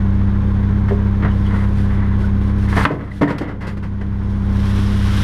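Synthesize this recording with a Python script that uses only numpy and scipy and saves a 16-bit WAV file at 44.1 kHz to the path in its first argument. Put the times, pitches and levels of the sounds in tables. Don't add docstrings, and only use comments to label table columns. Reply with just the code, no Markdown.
import sys
import numpy as np
from scipy import signal
from scipy.fft import rfft, irfft, next_fast_len
from scipy.io import wavfile
from scipy.ndimage import uniform_filter1d, minimum_filter1d, map_coordinates

SR = 44100
rng = np.random.default_rng(int(sys.argv[2]) if len(sys.argv) > 2 else 0)


def store_pcm(level_fs):
    pcm = np.round(np.clip(level_fs, -1, 1) * 32767).astype(np.int16)
    wavfile.write(sys.argv[1], SR, np.atleast_2d(pcm).T)


N = 230728
TIME = np.arange(N) / SR


# start_s, strength_db, extra_bass_db, extra_treble_db, thud_t60_s
BIN_HITS = [(0.88, -30, -7, 0, 0.17), (1.222, -25.5, -2.5, -8, 0.13), (1.244, -24.5, 1.5, -8, 0.15),
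            (1.528, -34, 4, 6, 0.21), (2.725, -23, -10, -5, .1), (2.765, -17.5, -1, -1, 0.19),
            (2.8515, 10.5, -13.5, -8, 0.057), (2.902, -21, 14.5, 6, .22), (3.005, -23.5, 6, -5, .15),
            (3.212, -7, 4.5, 2, 0.17), (3.229, -6, 3.5, -5, 0.09), (3.273, -12.5, -2.5, 3, 0.24),
            (3.302, -9, 0, 3, 0.11), (3.382, -17, -5, 18, 0.071), (3.408, -19.5, 9.5, 8.5, 0.16),
            (3.472, -22, 5.5, 2, 0.25), (3.604, -23.5, 0, 7.5, 0.28), (3.667, -28, 7, 18.5, 0.16),
            (3.77, -28, 3.5, 10, 0.1), (3.825, -26.5, -2.5, 6.5, 0.19), (4.01, -26.5, 1.5, 2.5, 0.11)]
# freq_hz, density_db
THUD_COLOUR = [(60, -36), (130, 8), (200, 6), (420, -1), (700, -6), (1200, -32.5), (3000, -63.5)]
CLACK_COLOUR = [(250, -36.5), (600, -13), (950, 2), (1350, -1.5), (1650, -2), (2050, -0.5), (2400, -16.5),
                (3200, -18), (5000, -36.5), (9000, -61)]
TICK_COLOUR = [(1200, -34.5), (2600, 10), (3600, 0.5), (4800, 1), (5600, -4), (7600, -11), (9300, -12),
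               (12500, -19), (15000, -28)]
# pitch_hz, level_db, t60_s
BIN_MODES = [(159, -8.5, .35), (188, -15, .2), (236, -12, .2), (291, 1.5, .18), (352, -16, .15),
             (490, -13, .18), (618, -6, .14), (943, -14, .14), (1310, -14, .12), (1800, -15, .1)]
# start_s, length_s, level_db
BIN_SLIDES = [(1.245, 0.038, -32), (1.44, 0.21, -36), (1.88, 0.26, -38), (2.67, 0.14, -36),
              (2.755, 0.15, -20.5), (2.9, 0.2, -26.5), (3.22, 0.25, -22), (3.45, .065, -28),
              (3.63, 0.078, -25)]
def plastic_bin(thud_db=7.0, clack_db=3.0, tick_db=-17.5, boom_db=8.0, skid_db=-1):
    starts, strength, bass, treble, _ = np.transpose(BIN_HITS)
    thud = wall_rattle(strength + bass, THUD_COLOUR, rng.standard_normal(N), t60_scale=1, softness=0.17)
    grit = grains(per_s=8000, spread_db=1)
    clack = wall_rattle(strength, CLACK_COLOUR, grit, t60_scale=0.72, softness=0.39)
    hiss = rng.standard_normal(N)
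    tick = wall_rattle(strength + treble, TICK_COLOUR, hiss, t60_scale=0.84, softness=0.21)
    boom_hits = zip(starts, 1.95 * (strength + bass))
    boom = ring(boom_hits, BIN_MODES, scatter_db=-1.0, attack_s=0.00073)
    slide = strokes(BIN_SLIDES, attack_s=0.0075, release_s=0.021)
    skid = slide * amp(2.2 * wobble(70)) * coloured(grains(per_s=2000, spread_db=1), CLACK_COLOUR)
    impacts = amp(thud_db) * thud + amp(clack_db) * clack + amp(tick_db) * tick
    return impacts + amp(boom_db) * boom + amp(skid_db) * skid


def wall_rattle(levels_db, colour, texture, t60_scale, softness):
    power, t = np.zeros(N), np.arange(SR // 2) / SR
    for (start_s, *_, t60_s), db in zip(BIN_HITS, levels_db):
        rise_s = softness * t60_s ** 2
        decay = amp(db - 60 * (t - rise_s) / (t60_s * t60_scale))
        add(power, start_s, (decay * (1 - np.exp(-t / rise_s))) ** 2)
    return np.sqrt(power) * coloured(texture, colour)


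# centre_s, pitch_hz, level_db, half_length_s
PLASTIC_SQUEAKS = [(1.315, 3030, -45, 0.011), (1.47, 3230, -42, 0.014), (2.246, 1470, -31, 0.0073),
                   (2.69, 2040, -42, 0.01), (3.119, 1960, -18.5, 0.0041), (3.28, 1805, -10, 0.0056)]
def squeaks(waver=.04, overtone_db=-24):
    out = np.zeros(N)
    for centre_s, hz, db, half_length_s in PLASTIC_SQUEAKS:
        phase = wavering_phase(hz, waver, per_s=600)
        tone = unit(np.sin(phase) + amp(overtone_db) * np.sin(2 * phase))
        out += amp(db) * np.exp(-((TIME - centre_s) / half_length_s) ** 2) * tone
    return out


# start_s, level_db
SILL_KNOCKS = [(.910, -12.5), (.920, -16), (.940, -26)]
# pitch_hz, level_db, t60_s
HOPPER_MODES = [(285, -8, .07), (404, 0, .075), (470, -8, .06), (560, -7, .08), (650, -11, .07),
                (1050, -17, .06)]
def hopper():
    return ring(SILL_KNOCKS, HOPPER_MODES, scatter_db=2.5, attack_s=0.00081)


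# start_s, length_s, level_db
BRUSH_PUSHES = [(.88, 0.079, -61.5), (1.3, 0.65, -60), (1.44, 0.027, -55), (1.53, 0.11, -54),
                (1.75, 0.084, -52), (2.18, 0.072, -54), (2.4, 0.1, -59), (2.58, 0.082, -51.5),
                (2.68, 0.11, -43), (2.755, 0.11, -33.8), (2.88, .2, -50), (3.105, .08, -41),
                (3.285, .04, -41), (3.665, 0.027, -40)]
# time_s, level_db
DRAG_SWELL = [(3.6, -63), (4.18, -60), (4.28, -54), (4.47, -54.5), (4.65, -43), (5, -41), (5.2, -35)]
# freq_hz, density_db
LEAF_COLOUR = [(200, -15.5), (1100, 7.5), (2000, 8), (2600, 1), (3400, 1), (5500, -5.5), (7500, -12),
               (9300, -8.5), (12500, -18), (15000, -23)]
TWIG_COLOUR = [(200, -14.5), (500, -10), (1100, 8.5), (2000, 4.5), (2500, 0.5), (3300, 5), (4600, -4),
               (5500, -2.5), (6500, -10.5), (7900, -14), (9200, -10.5), (11500, -16), (12700, -20),
               (15000, -24)]
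def brush(drag_db=5, push_db=4, snap_db=-11, clump_db=1, stir_db=-61.5):
    push = amp(push_db) * strokes(BRUSH_PUSHES, attack_s=0.0093, release_s=.025)
    drag = amp(drag_db) * np.hypot(amp(curve(DRAG_SWELL)), amp(stir_db))
    crackle = grains(per_s=9000, spread_db=2.5) * amp(clump_db * wobble(60))
    rustle = push * coloured(crackle, LEAF_COLOUR) + drag * coloured(crackle, TWIG_COLOUR)
    return rustle + amp(snap_db) * np.hypot(push, drag) * twig_snaps()


def twig_snaps(centre_hz=2800, spread_octaves=1.1, decay_cycles=6, count=1200):
    out, t = np.zeros(N), np.arange(SR // 25) / SR
    for when, pitch, size in rng.random((count, 3)):
        hz = centre_hz * 2 ** (spread_octaves * (2 * pitch - 1))
        add(out, when * N / SR, size ** 2 * np.sin(2 * np.pi * hz * t) * np.exp(-hz * t / decay_cycles))
    return unit(out)


# time_s, firing_hz
IDLE_SPEED = [(0, 32.6), (.9, 33.4), (1.7, 33), (2.6, 33.2), (4, 33.14), (5.2, 33.2)]
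# firing_multiple, level_db
EXHAUST_ORDERS = [(1, -3), (1.5, -15.5), (2, 0), (2.5, -34), (3, 1.5), (3.5, -29), (4, -19), (4.5, -31.5),
                  (5, -58.5), (6, -1.5), (7, -22), (9, -19), (10, -29), (11, -29), (12, -23.5), (14, -32),
                  (15, -31)]
# freq_hz, density_db
MACHINE_COLOUR = [(20, -6), (45, -4), (120, 4.5), (260, -5), (400, -11.5), (700, -19.5), (1030, -15.5),
                  (1250, -21), (1520, -19), (2100, -26.5), (2750, -36), (3500, -36), (7500, -63.5),
                  (15000, -73.5)]
def engine(drone_db=-14.5, machine_db=-26, pump_db=-50, pump_hz=1055, flutter_hz=14.0):
    firing = wavering_phase(curve(IDLE_SPEED), 0.0021, per_s=7)
    dispersion = 1.11
    drone = sum(amp(db + 0.13 * wobble(21)) * np.cos(order * firing + dispersion * order ** 2)
                for order, db in EXHAUST_ORDERS)
    flutter = 0.14 * np.cos(2 * np.pi * flutter_hz * TIME)
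    throb = 1 + 0.047 * np.cos(firing) + 0.047 * np.cos(2.5 * firing) + flutter
    machine = coloured(rng.standard_normal(N), MACHINE_COLOUR) * throb * amp(0.33 * wobble(8.5))
    pump = np.sin(wavering_phase(pump_hz, 0.023, per_s=90)) * amp(5.5 * wobble(25))
    return amp(machine_db) * machine + amp(pump_db) * unit(pump) - amp(drone_db) * unit(drone)


def cricket(stroke_hz=48, pitch_hz=6445, level_db=-70.2, overtone_db=-6):
    stroke = np.maximum(np.sin(wavering_phase(stroke_hz, 0.011, per_s=6.7)), 0)
    phase = wavering_phase(pitch_hz, 0.0032, per_s=250)
    return amp(level_db) * unit(stroke * (np.sin(phase) + amp(overtone_db) * np.sin(2 * phase)))


# freq_hz, t60_s
STREET_DECAY = [(150, 1), (1500, 0.25), (5000, 0.11), (12000, .2)]
def street(x, predelay_s=.012):
    hz, t, noise = signal.stft(rng.standard_normal(SR // 2), SR, nperseg=256)
    decay = amp(-60 * t / along(STREET_DECAY, hz)[:, None])
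    tail = signal.istft(noise * decay, SR, nperseg=256)[1]
    delayed = np.pad(x, (int(predelay_s * SR), 0))
    return signal.fftconvolve(delayed, tail / np.linalg.norm(tail))[:N]


def ring(hits, modes, scatter_db, attack_s):
    out, t = np.zeros(N), np.arange(SR // 2) / SR
    hz, mode_db, t60_s = np.transpose(modes)[:, :, None]
    for start_s, db in hits:
        decay = amp(db + mode_db + scatter_db * rng.standard_normal(hz.shape) - 60 * t / t60_s)
        add(out, start_s, (decay * np.sin(2 * np.pi * hz * t)).sum(0) * (1 - np.exp(-t / attack_s)))
    return out


def strokes(rows, attack_s, release_s):
    power = np.zeros(N)
    for start_s, length_s, db in rows:
        t = np.maximum(TIME - start_s, 0)
        release = np.exp(-np.maximum(t - length_s, 0) / release_s)
        power += (amp(db) * (1 - np.exp(-t / attack_s)) * release) ** 2
    return np.sqrt(power)


def grains(per_s, spread_db):
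    size = amp(spread_db * np.clip(rng.standard_normal(N), -2, 2))
    return unit((rng.random(N) < per_s / SR) * size * rng.choice([-1, 1], N))


def coloured(x, colour):
    size = next_fast_len(N + SR // 2)
    gain = amp(along(colour, np.fft.rfftfreq(size, 1 / SR)))
    return unit(irfft(rfft(x, size) * gain, size)[:N])


def wavering_phase(hz, depth, per_s):
    return 2 * np.pi * np.cumsum(hz * (1 + depth * wobble(per_s))) / SR


def wobble(per_s):
    return map_coordinates(rng.standard_normal(int(N * per_s / SR) + 4), [TIME * per_s])


def curve(rows):
    return np.interp(TIME, *np.transpose(rows))


def along(points, hz):
    freqs, values = np.transpose(points)
    return np.interp(np.log(hz + 1), np.log(freqs + 1), values)


def add(track, start_s, sound):
    part = track[round(start_s * SR):][:len(sound)]
    part += sound[:len(part)]


def amp(db):
    return 10 ** (np.asarray(db) / 20)


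def unit(x):
    return x / np.sqrt(np.mean(x ** 2) + 1e-20)


def scene(reverb_db=-13):
    work = plastic_bin() + squeaks() + brush() + hopper()
    return (work + amp(reverb_db) * street(work) + engine() + cricket())[None]


def gain_control(x, threshold_db=-2.5, range_db=16, release_db_per_s=12.0, lookahead_samples=220):
    excess_db = np.clip(20 * np.log10(np.abs(x) + 1e-9) - threshold_db, 0, range_db)
    ahead_db = -minimum_filter1d(-excess_db, 2 * lookahead_samples)
    recovery_db = release_db_per_s * TIME
    duck_db = np.maximum.accumulate(ahead_db + recovery_db) - recovery_db
    return x * amp(-uniform_filter1d(duck_db, lookahead_samples // 2))


def record(dry, top_hz=15200):
    fade_in = np.minimum(TIME / .004, 1)
    limited = np.clip(gain_control(dry[0]), -1, 1) * fade_in
    lowpass = signal.cheby1(12, .05, top_hz, fs=SR, output="sos")
    return signal.sosfiltfilt(lowpass, limited)[None]


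dry = scene()
out = record(dry)
store_pcm(out)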